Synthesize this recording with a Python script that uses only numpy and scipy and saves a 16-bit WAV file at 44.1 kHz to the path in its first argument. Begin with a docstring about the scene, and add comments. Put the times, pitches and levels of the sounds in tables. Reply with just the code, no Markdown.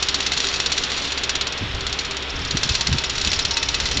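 """Outdoors by a set of guy wires, one microphone; rushing wind and faintly singing wires lie behind.
From the start the wires shake about seventeen times a second and loose steel fittings clack on each
swing: short runs of rebounds that set the steel ringing, with light chatter between. Near 1.5 s the
clacks weaken and a gust buffets the microphone. From 2.3 s, in stronger wind, the fittings squeak,
then clack hard again to the end, while one wire whistles and more gusts thump the microphone."""
import sys
import numpy as np
from scipy import signal
from scipy.fft import irfft
from scipy.io import wavfile

SR = 44100
rng = np.random.default_rng(int(sys.argv[2]) if len(sys.argv) > 2 else 0)


def waveform_to_disk(signal):
    """Save audio, clipped to [-1, 1], as 16-bit WAV at the path in sys.argv[1]."""
    frames = np.transpose(np.atleast_2d(signal))
    scaled = np.clip(frames, -1, 1) * 32767
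    samples = np.round(scaled).astype(np.int16)
    wavfile.write(sys.argv[1], SR, samples)


N = 176400
TIME = np.arange(N) / SR

# rushing air in the background, spectrum: f/Hz, relative level/dB
WIND_SPECTRUM = [(30, -2), (120, -4.5), (260, -4.5), (850, -6.5), (1400, -4.5), (2050, -5), (2900, -3),
                 (3550, -1.5), (4100, -8), (6000, -23), (7500, -21), (9000, -34)]
# its loudness: t/s, level/dB
WIND_LEVELS = [(0, -28.5), (1.3, -28.5), (1.8, -29.5), (4, -29.5)]
# wires singing behind the rattle: f/Hz, width/Hz, level/dB
WIRE_TONES = [(133.6, 8.7, -52), (273, 9, -49), (395, 11, -44.5), (464.4, 7, -50), (1308, 75, -47.5)]
# one wire whistling in the stronger wind: t/s, level/dB
WHISTLE_LEVELS = [(2.5, -62), (2.8, -41.5), (3.2, -55.5), (3.65, -40), (4, -50)]
# eddies right at the microphone: t/s, level/dB
EDDY_LEVELS = [(0, -52), (1.55, -60.5), (1.64, -28.5), (1.89, -34), (2.0, -49), (2.25, -46), (2.36, -32),
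               (2.93, -38.5), (3.05, -38), (3.4, -30.5), (3.58, -38.5), (4, -29)]
# their spectrum: f/Hz, relative level/dB
EDDY_SPECTRUM = [(15, -8.5), (35, -2.5), (85, -3), (140, -10.5), (250, -22.5), (600, -38)]
# gusts hitting the microphone: t/s, level/dB, half length/s, centre f/Hz
GUST_THUMPS = [(1.627, -22.5, 0.009, 125), (2.551, -19.5, 0.007, 125), (2.663, -24.5, 0.008, 135),
               (2.709, -19, 0.008, 88), (2.903, -19.5, 0.018, 95), (2.946, -17, 0.0095, 98),
               (3.274, -22.5, 0.007, 135), (3.97, -25.5, 0.015, 155)]
# light rubbing of the fittings: t/s, level/dB
CHAFE_LEVELS = [(0, -37.5), (1.0, -56.5), (1.7, -46.5), (2.3, -52), (2.7, -44), (4, -38)]
# a fitting squeaks on the back swing: t/s, level/dB
BACKSWING_SQUEAKS = [(2.304, -29.0), (2.364, -30), (2.421, -30), (2.48, -28.5), (2.661, -29.0),
                     (2.721, -25), (3.065, -28), (3.306, -26), (3.366, -26), (3.427, -26), (3.486, -31.5),
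                     (3.542, -24), (3.6, -28), (3.66, -28.5), (3.827, -40), (3.946, -29.0)]
# loose chatter of the fittings: t/s, level/dB
CHATTER_LEVELS = [(0, -38), (.3, -37), (.45, -28.5), (.7, -35.5), (1.05, -30.5), (1.3, -47), (1.65, -59),
                  (2.0, -36.5), (2.25, -52), (2.75, -31), (3.1, -42), (3.25, -29.5), (3.5, -40), (4, -32)]
# the steel's crowd of short modes: f/Hz, relative level/dB
STEEL_SPECTRUM = [(500, -49), (1200, -15.5), (2100, -8.5), (2700, -2), (3450, 1.5), (4280, 4.5), (4430, -1),
                  (4600, 3), (5100, 0.5), (5700, -0.5), (6550, -8), (7000, 1.5), (7400, -8), (9000, -21)]
# single steel modes that ring on: f/Hz, level/dB, t60/s
LONG_MODES = [(2585, -38, .15), (3575, -41, .08), (4562, -39, .12), (5720, -38, .09), (6865, -41, .05)]
# a fitting hits the wire, in the foreground: t/s, relative level/dB, run of rebounds/s
FITTING_HITS = [(0.0254, -2.5, 0.012), (0.0862, -2.5, 0.012), (0.1438, -3.5, 0.014), (0.2036, -4.5, 0.011),
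                (0.2254, -12, 0.015), (0.264, -3, 0.013), (0.319, -4.5, 0.01), (0.3345, -9, 0.01),
                (0.3744, -5.5, 0.011), (0.4023, -5.5, 0.005), (0.4292, -18, 0.01), (0.444, -16, 0.009),
                (0.469, -6.5, 0.005), (0.5399, -7.5, 0.015), (0.56, -11.5, 0.015), (0.6001, -3.5, 0.008),
                (0.6601, -3, 0.011), (0.7187, -3, 0.015), (0.7775, -3.5, 0.014), (0.8363, -5.5, 0.012),
                (0.9177, -7, 0.005), (0.928, -18, 0.015), (0.9789, -13, 0.018), (1.02, -15.5, 0.018),
                (1.0516, -10.5, 0.006), (1.074, -16, 0.014), (1.12, -8, 0.014), (1.1758, -9, 0.017),
                (1.2344, -5.5, 0.015), (1.2933, -3, 0.012), (1.3527, -5, 0.013), (1.4109, -5, 0.014),
                (1.4697, -8.5, 0.012), (1.522, -13.0, 0.015), (1.576, -13.5, 0.018), (1.7475, -15.5, 0.009),
                (1.8071, -13, 0.008), (1.8664, -8, 0.011), (1.8945, -21, 0.018), (1.9273, -8.5, 0.014),
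                (1.9887, -7.5, 0.01), (2.049, -13, 0.012), (2.109, -10.5, 0.01), (2.168, -10.5, 0.006),
                (2.224, -16, 0.011), (2.2936, -22, 0.018), (2.3924, -19, 0.01), (2.449, -12.5, 0.012),
                (2.509, -6.0, 0.008), (2.5701, -3, 0.007), (2.632, -2.5, 0.014), (2.691, -3.5, 0.012),
                (2.7428, -10.5, 0.007), (2.7508, -3.5, 0.01), (2.809, -3, 0.01), (2.8696, -3.5, 0.012),
                (2.927, -4.5, 0.008), (2.9831, -5.5, 0.009), (3.0379, -5.5, 0.014), (3.0961, -7, 0.015),
                (3.153, -12.5, 0.013), (3.181, -6.5, 0.007), (3.2134, -6.5, 0.01), (3.2479, -4.5, 0.006),
                (3.2729, -3.5, 0.007), (3.3163, -6, 0.006), (3.3311, -3.5, 0.013), (3.3908, -3, 0.012),
                (3.4501, -3.0, 0.012), (3.509, -5.5, 0.013), (3.5692, -2.5, 0.012), (3.628, -3, 0.009),
                (3.6866, -4, 0.009), (3.743, -3.5, 0.011), (3.801, -5.5, 0.015), (3.8557, -5.5, 0.018),
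                (3.9126, -4.5, 0.013), (3.9707, -4.5, 0.009)]

HUM_HZ, HUM_WAVER_HZ, HUM_DB = 66.5, 0.29, -40.5
SQUEAK_HZ, SQUEAK_SCATTER_HZ, SQUEAK_WIDTH_HZ = 5340, 80, 460
CHATTER_PER_S, CHATTER_SPREAD_DB = 450, 5
FLUTTER_HZ, CHAFE_FLUTTER_DB, CHATTER_CLUMP_DB = 29, 2, 2.5
SCUFF_DB, SCUFF_RISE_S, SCUFF_FALL_SHARE = -14.5, .0008, 0.5   # fall time as a share of the run
CLACK_DB, REBOUND_LOSS_DB, REBOUND_SPREAD_DB = 8.5, 15, 2.5   # loss over the whole run
CRACK_DB, CRACK_BAND_HZ = 8.5, (2580, 8000)
TICK_DB, TICK_T60_S, STEEL_T60_S, TAIL_DB, TAIL_T60_S = -1.5, 0.0058, 0.043, -10.5, 0.16


def from_db(db):
    return 10 ** (np.asarray(db) / 20)


def rms_one(x):
    return x / np.sqrt(np.mean(x ** 2) + 1e-20)


def level(rows):
    """Gain over time from rows of t/s, level/dB."""
    return from_db(np.interp(TIME, *np.transpose(rows)))


def swell(s, half_s):
    """A bell-shaped rise and fall of height 1."""
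    return np.exp(-.5 * ((TIME - s) / half_s) ** 2)


def noise(gain_at):
    """Noise of rms 1 whose spectrum follows a function of frequency."""
    hz = np.maximum(np.fft.rfftfreq(N, 1 / SR), 1)
    phases = np.exp(2j * np.pi * rng.random(len(hz)))
    return rms_one(irfft(gain_at(hz) * phases, N))


def coloured(rows):
    """Noise of rms 1 shaped by rows of f/Hz, level/dB."""
    f, db = np.transpose(rows)
    return noise(lambda hz: from_db(np.interp(np.log(hz), np.log(f), db)))


def drift(rate_hz):
    """A slow random wander of rms 1."""
    return noise(lambda hz: 1 / (1 + (hz / rate_hz) ** 2))


def tone(centre_hz, width_hz):
    """A narrow, wavering band of noise; rms 1."""
    return noise(lambda hz: 1 / (1 + ((hz - centre_hz) / width_hz) ** 2))


def wind():
    """Air rushes almost steadily behind everything."""
    return level(WIND_LEVELS) * coloured(WIND_SPECTRUM)


def singing_wires():
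    """Wind over the wires: a low hum, faint narrow tones and a late whistle."""
    phase = 2 * np.pi * np.cumsum(HUM_HZ + HUM_WAVER_HZ * drift(rate_hz=0.89)) / SR
    hum = from_db(HUM_DB) * rms_one(np.sin(phase))
    whistle = level(WHISTLE_LEVELS) * tone(centre_hz=916, width_hz=14)
    return hum + whistle + sum(from_db(db) * tone(hz, width) for hz, width, db in WIRE_TONES)


def microphone_wind(width_octaves=0.84):
    """Eddies rumble on the microphone and gusts hit it with short, low thumps."""
    out = level(EDDY_LEVELS) * coloured(EDDY_SPECTRUM)
    for s, db, half_s, centre in GUST_THUMPS:
        shape = swell(s, half_s)
        air = noise(lambda hz: np.exp(-.5 * (np.log2(hz / centre) / width_octaves) ** 2) / np.sqrt(hz))
        puff = shape * air
        out += from_db(db) * puff * np.linalg.norm(shape) / np.linalg.norm(puff)
    return out


def squeaks():
    """Fittings chafe thinly and break into short squeaks, each at a slightly different pitch."""
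    flutter = from_db(CHAFE_FLUTTER_DB * drift(FLUTTER_HZ))
    out = level(CHAFE_LEVELS) * flutter * tone(SQUEAK_HZ, SQUEAK_WIDTH_HZ)
    for s, db in BACKSWING_SQUEAKS:
        hz = SQUEAK_HZ + SQUEAK_SCATTER_HZ * rng.standard_normal()
        out += from_db(db) * swell(s, half_s=0.0047) * tone(hz, SQUEAK_WIDTH_HZ)
    return out


def chatter():
    """Force of the loose fittings touching lightly, in small clumps."""
    sizes = from_db(CHATTER_SPREAD_DB * np.minimum(rng.exponential(1, N), 4))
    sizes *= rng.choice([-1, 1], N)
    clumps = from_db(CHATTER_CLUMP_DB * drift(FLUTTER_HZ))
    touches = rng.random(N) < CHATTER_PER_S / SR
    return level(CHATTER_LEVELS) * rms_one(clumps * sizes * touches)


def scuffs():
    """Force of a fitting grinding along the wire as it lands, fading with its rebounds."""
    offsets = np.arange(-SR // 20, SR // 10)
    t = offsets / SR
    pressure = np.zeros(N)
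    for s, db, run_s in FITTING_HITS:
        shape = np.exp(np.minimum(t / SCUFF_RISE_S, -t / (SCUFF_FALL_SHARE * run_s)))
        pressure[np.clip(int(s * SR) + offsets, 0, N - 1)] += from_db(db + SCUFF_DB) * shape
    return pressure * rng.standard_normal(N)


def cracks():
    """The bare click of steel on steel: the hardest contact, early in each run of rebounds."""
    clicks = np.zeros(N)
    for s, db, run_s in FITTING_HITS:
        at_s = s + run_s * rng.uniform(0, .3)
        clicks[int(at_s * SR)] += from_db(db + CRACK_DB) * rng.choice([-1, 1])
    band = signal.butter(2, CRACK_BAND_HZ, "band", fs=SR, output="sos")
    return signal.sosfilt(band, clicks + 1e-18)


def clacks(touches=8, points=4):
    """Force at each contact point: every clack is a hit and a run of weakening, uneven rebounds."""
    force, touch = np.zeros((points, N)), np.arange(touches)
    for s, db, run_s in FITTING_HITS:
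        jitter = rng.uniform(-.45, .45, touches) * (touch > 0)
        along = (touch + jitter) / (touches - 1)
        size = from_db(-REBOUND_LOSS_DB * along + REBOUND_SPREAD_DB * rng.standard_normal(touches))
        size *= from_db(db + CLACK_DB) / np.linalg.norm(size) * rng.choice([-1, 1], touches)
        at = np.clip(((s + along * run_s) * SR).astype(int), 0, N - 1)
        force[(touch + rng.integers(points)) % points, at] += size
    return force


def ring(force, hz, t60):
    """One steel mode: a unit click starts a dying sine of height 1."""
    r, w = from_db(-60 / (t60 * SR)), 2 * np.pi * hz / SR
    return signal.lfilter([0, np.sin(w)], [1, -2 * r * np.cos(w), r * r], force + 1e-18)


def steel_decay(t60):
    """A crowd of steel modes dying together; energy 1."""
    decay = (coloured(STEEL_SPECTRUM) * from_db(-60 * TIME / t60))[:SR // 2]
    return decay / np.linalg.norm(decay)


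def fittings():
    """Each contact point answers with a tick, a short ring and a faint tail; all share the long modes."""
    points = clacks()
    forces = [hits + (chatter() + scuffs()) / np.sqrt(len(points)) for hits in points]
    out = np.zeros(N)
    for force in forces:
        tick = from_db(TICK_DB) * steel_decay(TICK_T60_S)
        body = steel_decay(STEEL_T60_S)
        tail = from_db(TAIL_DB) * steel_decay(TAIL_T60_S)
        out += signal.fftconvolve(force, tick + body + tail)[:N]
    total_force = sum(forces)
    return out + sum(from_db(db) * ring(total_force, hz, t60) for hz, db, t60 in LONG_MODES)


def scene():
    """One microphone: the rattle in front, wires and wind behind, gusts on the capsule."""
    rattle = cracks() + fittings() + squeaks()
    return (rattle + singing_wires() + wind() + microphone_wind())[None]


def record(dry, treble_edge_hz=6775, cutoff_hz=8965):
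    """The treble rolls off, then the top is cut steeply."""
    roll_off = signal.butter(8, treble_edge_hz, fs=SR, output="sos")
    top_cut = signal.ellip(10, .2, 75, cutoff_hz, fs=SR, output="sos")
    return signal.sosfilt(top_cut, signal.sosfilt(roll_off, dry))


dry = scene()
out = record(dry)
waveform_to_disk(out)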